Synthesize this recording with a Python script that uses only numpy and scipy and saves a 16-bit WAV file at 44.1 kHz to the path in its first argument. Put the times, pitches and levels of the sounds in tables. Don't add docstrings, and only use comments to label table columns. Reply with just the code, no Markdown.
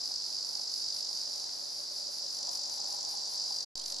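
import sys
import numpy as np
from scipy import signal
from scipy.fft import rfft, irfft, next_fast_len
from scipy.io import wavfile
from scipy.ndimage import uniform_filter1d

SR = 44100
rng = np.random.default_rng(int(sys.argv[2]) if len(sys.argv) > 2 else 0)


def wav_out(sig):
    wavfile.write(sys.argv[1], SR, np.round(np.clip(np.atleast_2d(sig).T, -1, 1) * 32767).astype(np.int16))


N = 176400

# (time [s], stroke rate [1/s])
LEAD_PACE = [(.0195, 48.62), (.8, 48.53), (1.8, 48.54), (2.15, 48.67), (2.6, 48.42), (3.65, 48.40)]
RIVAL_PACE = [(.0139, 48.45), (1.0, 48.36), (1.5, 48.4)]
THIRD_PACE = [(1.9193, 47.0), (2.36, 47.0)]
FOURTH_PACE = [(3.3532, 47.8), (3.65, 47.7)]
LATE_PACE = [(3.7541, 47.6), (3.85, 48.0), (4.02, 47.2)]
# (time [s], level [dB])
LEAD_LEVEL = [(0, -14), (.5, -8), (.85, -4.5), (1.4, -3.5), (1.6, -6), (2.0, -9.5), (2.3, -2), (2.5, 2.5),
              (2.9, 1), (3.2, -2.5), (3.6, -2)]
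RIVAL_LEVEL = [(0, -1.5), (.25, -1), (.5, -1), (.7, -.5), (1.0, -4), (1.27, -3), (1.5, -8.5)]
THIRD_LEVEL = [(1.92, -9), (1.96, -5), (2.1, -10.5), (2.3, -7), (2.36, -17)]
FOURTH_LEVEL = [(3.35, -6), (3.4, -2), (3.5, -4), (3.6, 1.5), (3.65, -10)]
LATE_LEVEL = [(3.75, 0.77), (4, 1.4)]
# (lag from first strong click [s], level [dB])
STROKE_CLICKS = [(-.0025, -17), (0, -4), (.0024, -2), (.005, -14.5)]
# (frequency [Hz], gain [dB])
OPEN_EQ = [(1000, -43), (2800, -27.5), (3500, -17), (4200, -12), (4900, -8), (5600, -2), (6500, 4.5),
           (7450, 2), (8000, -6), (8600, -4), (10000, -18.5), (14000, -32)]
SHADED_EQ = [(1000, -50), (2800, -41), (3500, -25.5), (4200, -6.5), (4900, 1), (5600, -0.5), (6500, -6.5),
             (7450, 3), (8000, -8), (10000, -19.5), (14000, -31)]
LATE_EQ = [(1000, -40), (2800, -19.5), (3500, -12.5), (4200, -5), (4900, -5.5), (5600, -1.5), (6500, 2),
           (7450, 3.5), (8000, 1.5), (8600, 1), (10000, -17), (14000, -27.5)]
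# (stroke rate [1/s], body pitch [Hz], level [dB])
FAR_CICADAS = [(47.68, 4886, -1), (47.3, 4720, -6), (47.64, 4760, -9), (45.95, 4810, -4.5),
               (49.16, 4610, 0), (47.4, 5410, -6.5), (45.93, 5100, -9.5), (50.7, 4670, -4)]
# (frequency [Hz], gain [dB])
CHORUS_EQ = [(1500, -50), (2800, -23), (3350, -18.5), (3800, -6.5), (4300, -5.5), (4900, 1.5), (5400, 0),
             (6000, -1), (6700, -6), (7500, -4.5), (8200, -10), (10500, -19), (12500, -28), (14000, -51)]
HAZE_EQ = [(1500, -64), (2800, -28.5), (3400, -20), (4000, -6.5), (4900, 0.5), (5600, -1.5), (6500, -9),
           (7500, -12), (8200, -19), (10500, -24.5), (12500, -43), (14000, -62)]
# (time [s], level [dB], left minus right [dB])
CHORUS_SWELL = [(0, -40, 2), (.25, -40, -0.73), (.55, -41, -1), (.85, -38, -1.5), (1.3, -39.5, -1),
                (1.6, -40.5, 0.26), (1.9, -41, -0.74), (2.2, -40, -0.28), (2.6, -39.5, 1.2),
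                (3.0, -39.5, 0.68), (3.45, -38, -.5), (3.64, -41, 0.29), (3.76, -43.5, -1.5), (4, -41.5, 0)]
# (peak time [s], length [s], level [dB])
LISP_EVENTS = [(0.086, 0.1, -8), (0.312, 0.15, -11), (0.553, 0.22, -8), (0.775, .13, -4), (0.981, 0.1, -2),
               (1.173, 0.16, -7), (1.38, 0.18, -9), (1.606, 0.21, -14), (1.784, 0.18, -9),
               (1.972, 0.13, -7.5), (2.16, 0.11, -4.5), (2.357, 0.089, -4.5), (2.551, 0.079, -0.5),
               (2.744, 0.085, -3), (2.924, .1, -2), (3.126, 0.088, -2), (3.331, 0.083, -2),
               (3.533, 0.13, -6.5), (3.898, 0.091, -2)]
# (frequency [Hz], gain [dB])
LISP_EQ = [(7500, -14.5), (9000, -4.5), (9700, 1.5), (10000, 2), (10400, 1), (11200, -2), (12400, -6.5),
           (13200, -27), (15000, -40), (16000, -46.5)]
# (time [s], level [dB])
DRIVE_EFFORT = [(0, 1), (.2, -2.5), (.45, -0.5), (.58, 0), (.7, -2), (1.4, 0.5), (1.7, -2), (2.35, -1),
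                (2.48, 6.5), (2.6, 1), (2.9, 2), (3.2, 2), (3.53, 2), (3.63, 1), (4, 2)]
# (frequency [Hz], gain [dB])
WHIRR_EQ = [(60, -33), (150, -12), (260, 5), (600, 2), (1000, -1), (1250, -3.5), (1700, -9), (2600, -19.5),
            (5000, -29.5)]
# (frequency [Hz], width [Hz], antiphase level [dB], in-phase level [dB])
CASE_MODES = [(269.4, 31, -17, -24.5), (589.5, 29, -13, -8), (717, 39, -0.5, -14), (793, 73, -9, -9),
              (851, 68, -5, -12), (956, 22, -1.5, -13.5), (1057, 43, -5.5, -15.5)]
# (frequency [Hz], decay [s], antiphase level [dB], in-phase level [dB])
CASE_STEP_MODES = [(719, 0.0071, 2, -15), (806, .007, -4, -1.5), (965, 0.0052, 7.5, -13)]
# (time [s], level [dB])
HUNT_LEVEL = [(2.56, -3), (2.75, -2), (2.9, 1), (3.18, 1), (3.3, -1), (3.46, -6)]
LENS_JOLTS = [(.108, 5), (.559, -3), (.594, 1.5), (1.109, -1), (2.412, -4), (2.475, 1), (2.488, 5),
              (2.796, 5.5), (2.946, 3), (2.988, 6), (3.140, 2.5), (3.506, 7)]
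LENS_MOVES = [(.1, -4), (.49, -5), (.59, -4), (1.11, 0), (1.62, 3), (1.79, 3), (1.905, 1), (2.085, 0),
              (2.238, 3), (2.475, 3), (2.79, -3), (3.16, 1)]
# (time [s], level [dB])
TICK_EVENTS = [(.11, -2), (.328, -6), (.585, -15), (1.225, -4), (1.275, 0), (1.49, 0.5)]
# (frequency [Hz], gain [dB])
TICK_EQ = [(500, -15), (1300, -5), (2200, -4), (3500, -8), (8000, -31)]
AIR_EQ = [(25, -8), (70, -5.5), (120, 0), (170, -1.5), (500, 4), (900, -7.5), (1300, 0.5), (2500, -7.5),
          (6000, -19.5)]


def near_cicada(pace, level, body_eq, body_hz, pan_db, jitter_s=.00005, scatter_db=2.54):
    t = np.arange(pace[0][0], pace[-1][0], 1 / SR)
    cycles = np.cumsum(curve(pace, t)) / SR
    stroke_s = np.interp(np.arange(cycles[-1]), cycles, t)[:, None]
    lag_s, click_db = np.array(STROKE_CLICKS).T
    jitter, scatter = rng.standard_normal((2, len(stroke_s), len(lag_s)))
    snap_db = curve(level, stroke_s)[:, None] + click_db + scatter_db * scatter
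    snaps = clicks(stroke_s + lag_s + jitter_s * jitter, snap_db)
    body = colour(mode(sag(snaps), body_hz, decay_s=.00055), body_eq)
    return undb(-18) * pan(pan_db) * leaves(body, t60_s=.037, tail_db=-4.5)


def far_cicada(rate_hz, body_hz, ribs=5, strokes=230, rib_gap_s=.0029, rib_fade_db=2.4,
               jitter_s=.0002, scatter_db=2):
    rib = np.arange(ribs)
    jitter, scatter = rng.standard_normal((2, strokes, ribs))
    stroke_s = (np.arange(strokes)[:, None] - rng.random()) / rate_hz
    snap_s = stroke_s + rib * rib_gap_s + jitter_s * jitter
    snaps = clicks(snap_s, scatter_db * scatter - rib_fade_db * rib)
    return unit(mode(sag(snaps), body_hz, decay_s=.00077))


def chorus():
    voices = sum(undb(db) * leaves(far_cicada(rate_hz, body_hz), t60_s=.14, tail_db=-5.5)
                 for rate_hz, body_hz, db in FAR_CICADAS)
    haze = undb(-5) * unit(colour(stereo_noise(width=.8), HAZE_EQ))
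    swell_db, pan_db = curve(CHORUS_SWELL)
    return (unit(colour(voices, CHORUS_EQ)) + haze) * undb(swell_db) * pan(pan_db)


def lisping_insect(rise_share=.5, fall_share=.38, steepness=6.4, bed_db=-6.5, grain_db=.5):
    t = np.arange(N) / SR
    swell = undb(bed_db)
    for peak_s, length_s, db in LISP_EVENTS:
        away = np.maximum((peak_s - t) / rise_share, (t - peak_s) / fall_share) / length_s
        swell = swell + undb(db) * np.exp(-np.minimum(away, 2) ** steepness)
    rasp = stereo_noise(width=1) * undb(grain_db * walk(rate_hz=700))
    return undb(-54.5) * pan(3) * swell * unit(colour(rasp, LISP_EQ))


def lens_drive(flutter_db=1.5):
    effort_db = curve(DRIVE_EFFORT)
    case = 0
    for hz, width_hz, antiphase_db, inphase_db in CASE_MODES:
        push = rng.standard_normal((2, N)) * undb(effort_db + flutter_db * walk(rate_hz=30))
        side, mid = unit(mode(push, hz, decay_s=1 / (np.pi * width_hz)))
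        case = case + undb(antiphase_db) * antiphase(side) + undb(inphase_db) * mid
    whirr = unit(colour(rng.standard_normal(N), WHIRR_EQ)) * undb(.4 * effort_db)
    return undb(-58.5) * case + undb(-55.5) * antiphase(whirr)


def lens_steps(hunt_start_s=2.5715, period_s=.05, pair_gap_s=.0172, push_s=.0014, scatter_db=2):
    pair_s = np.arange(hunt_start_s, HUNT_LEVEL[-1][0], period_s)[:, None] + [0, pair_gap_s]
    pair_db = curve(HUNT_LEVEL, pair_s) + scatter_db * rng.standard_normal(pair_s.shape)
    steps = clicks(pair_s, pair_db) + clicks(*np.array(LENS_JOLTS).T)
    t = np.arange(SR // 10) / SR
    attack = 1 - np.exp(-(t / push_s) ** 2)
    case = 0
    for hz, decay_s, antiphase_db, inphase_db in CASE_STEP_MODES:
        tone = attack * np.exp(-t / decay_s + 2j * np.pi * hz * t)
        response = undb(inphase_db) * tone.real + undb(antiphase_db) * antiphase(tone.imag)
        case = case + ring(steps, response)
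    return undb(-47) * case


def lens_moves(rise_s=.0082):
    t = np.arange(SR // 5) / SR
    push = ring(clicks(*np.array(LENS_MOVES).T), t / rise_s * np.exp(1 - t / rise_s))
    rub = unit(mode(rng.standard_normal(N), hz=578, decay_s=.016))
    return undb(-59) * push * rub


def ticks(decay_s=.0057):
    t = np.arange(SR // 10) / SR
    touch = ring(clicks(*np.array(TICK_EVENTS).T), np.exp(-t / decay_s))
    return undb(-54.5) * touch * unit(colour(rng.standard_normal((2, N)), TICK_EQ))


def bird(start_s=3.783, length_s=.085, start_hz=2850, rise_hz_per_s=10500):
    t = np.clip(np.arange(N) / SR - start_s, 0, length_s)
    hz = start_hz + rise_hz_per_s * t
    return undb(-60.5) * np.sin(np.pi * t / length_s) * np.sin(2 * np.pi * np.cumsum(hz) / SR)


def air(hum_hz=121, waver_share=.0191):
    hz = hum_hz * (1 + waver_share * walk(rate_hz=6.12))
    hum = np.sqrt(2) * np.sin(2 * np.pi * np.cumsum(hz) / SR)
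    return undb(-63.5) * unit(colour(stereo_noise(width=.51), AIR_EQ)) + undb(-83) * hum


def sag(x, delay_s=.001204, corner_hz=4865):
    size = next_fast_len(N + 4096)
    hz = np.arange(size // 2 + 1) * SR / size
    lag_s = delay_s / (1 + (hz / corner_hz) ** 10)
    phase_rad = 2 * np.pi * np.cumsum(lag_s) * SR / size
    return irfft(rfft(x, size) * np.exp(-1j * phase_rad), size)[:N]


def leaves(x, t60_s, tail_db):
    t = np.arange(SR // 4) / SR
    tail = rng.standard_normal((2, len(t))) * np.exp(-np.log(1000) * t / t60_s)
    tail /= np.sqrt(np.sum(tail ** 2, axis=1, keepdims=True))
    return x + undb(tail_db) * ring(x, tail)


def clicks(times_s, db):
    at = np.round(times_s * SR).astype(int).ravel()
    inside = (at >= 0) & (at < N)
    return np.bincount(at[inside], undb(db).ravel()[inside], N)


def mode(x, hz, decay_s):
    t = np.arange(int(10 * decay_s * SR)) / SR
    return ring(x, np.exp(-t / decay_s) * np.sin(2 * np.pi * hz * t))


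def ring(x, response):
    return signal.fftconvolve(np.atleast_2d(x), np.atleast_2d(response), axes=1)[:, :N]


def colour(x, eq):
    hz, db = np.array(eq, float).T
    size = next_fast_len(N + 4096)
    bin_hz = np.arange(size // 2 + 1) * SR / size
    gain = undb(np.interp(np.log(bin_hz + 1), np.log(hz), db))
    return irfft(rfft(np.atleast_2d(x), size) * gain, size)[:, :N]


def stereo_noise(width):
    return rng.standard_normal(N) + width * rng.standard_normal((2, N))


def walk(rate_hz):
    hold = max(int(SR / rate_hz), 1)
    stairs = np.repeat(rng.standard_normal(N // hold + 1), hold)
    return unit(uniform_filter1d(stairs, hold)[:N])


def curve(rows, at_s=None):
    times_s, *columns = np.array(rows, float).T
    at_s = np.arange(N) / SR if at_s is None else at_s
    return np.squeeze([np.interp(at_s, times_s, column) for column in columns])


def pan(db):
    return undb(np.array([db, -db]).reshape(2, -1) / 2)


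def antiphase(x):
    return x * np.array([[1], [-1]])


def undb(db):
    return 10 ** (np.asarray(db) / 20)


def unit(x):
    return x / np.sqrt(np.mean(x ** 2))


def scene():
    near = (near_cicada(LEAD_PACE, LEAD_LEVEL, OPEN_EQ, body_hz=4904, pan_db=-1.5)
            + near_cicada(RIVAL_PACE, RIVAL_LEVEL, SHADED_EQ, body_hz=4980, pan_db=-2.5)
            + near_cicada(THIRD_PACE, THIRD_LEVEL, SHADED_EQ, body_hz=4860, pan_db=-1)
            + near_cicada(FOURTH_PACE, FOURTH_LEVEL, SHADED_EQ, body_hz=4860, pan_db=0)
            + near_cicada(LATE_PACE, LATE_LEVEL, LATE_EQ, body_hz=4710, pan_db=-1.5))
    wildlife = near + chorus() + lisping_insect() + bird()
    camera = lens_drive() + lens_moves() + lens_steps() + ticks()
    return wildlife + camera + air()


def record(dry, off_s=3.648, on_s=3.7545, fade_s=.008, thump_decay_s=.19, top_hz=15600):
    t = np.arange(N) / SR
    gate = np.clip((off_s - t) / fade_s, 0, 1) + (t >= on_s)
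    thump = -undb(-49) * (t >= on_s) * np.exp(-np.abs(t - on_s) / thump_decay_s)
    lowpass = signal.ellip(12, .2, 70, top_hz, fs=SR, output="sos")
    return signal.sosfilt(lowpass, dry * gate + thump)


dry = scene()
out = record(dry)
wav_out(out)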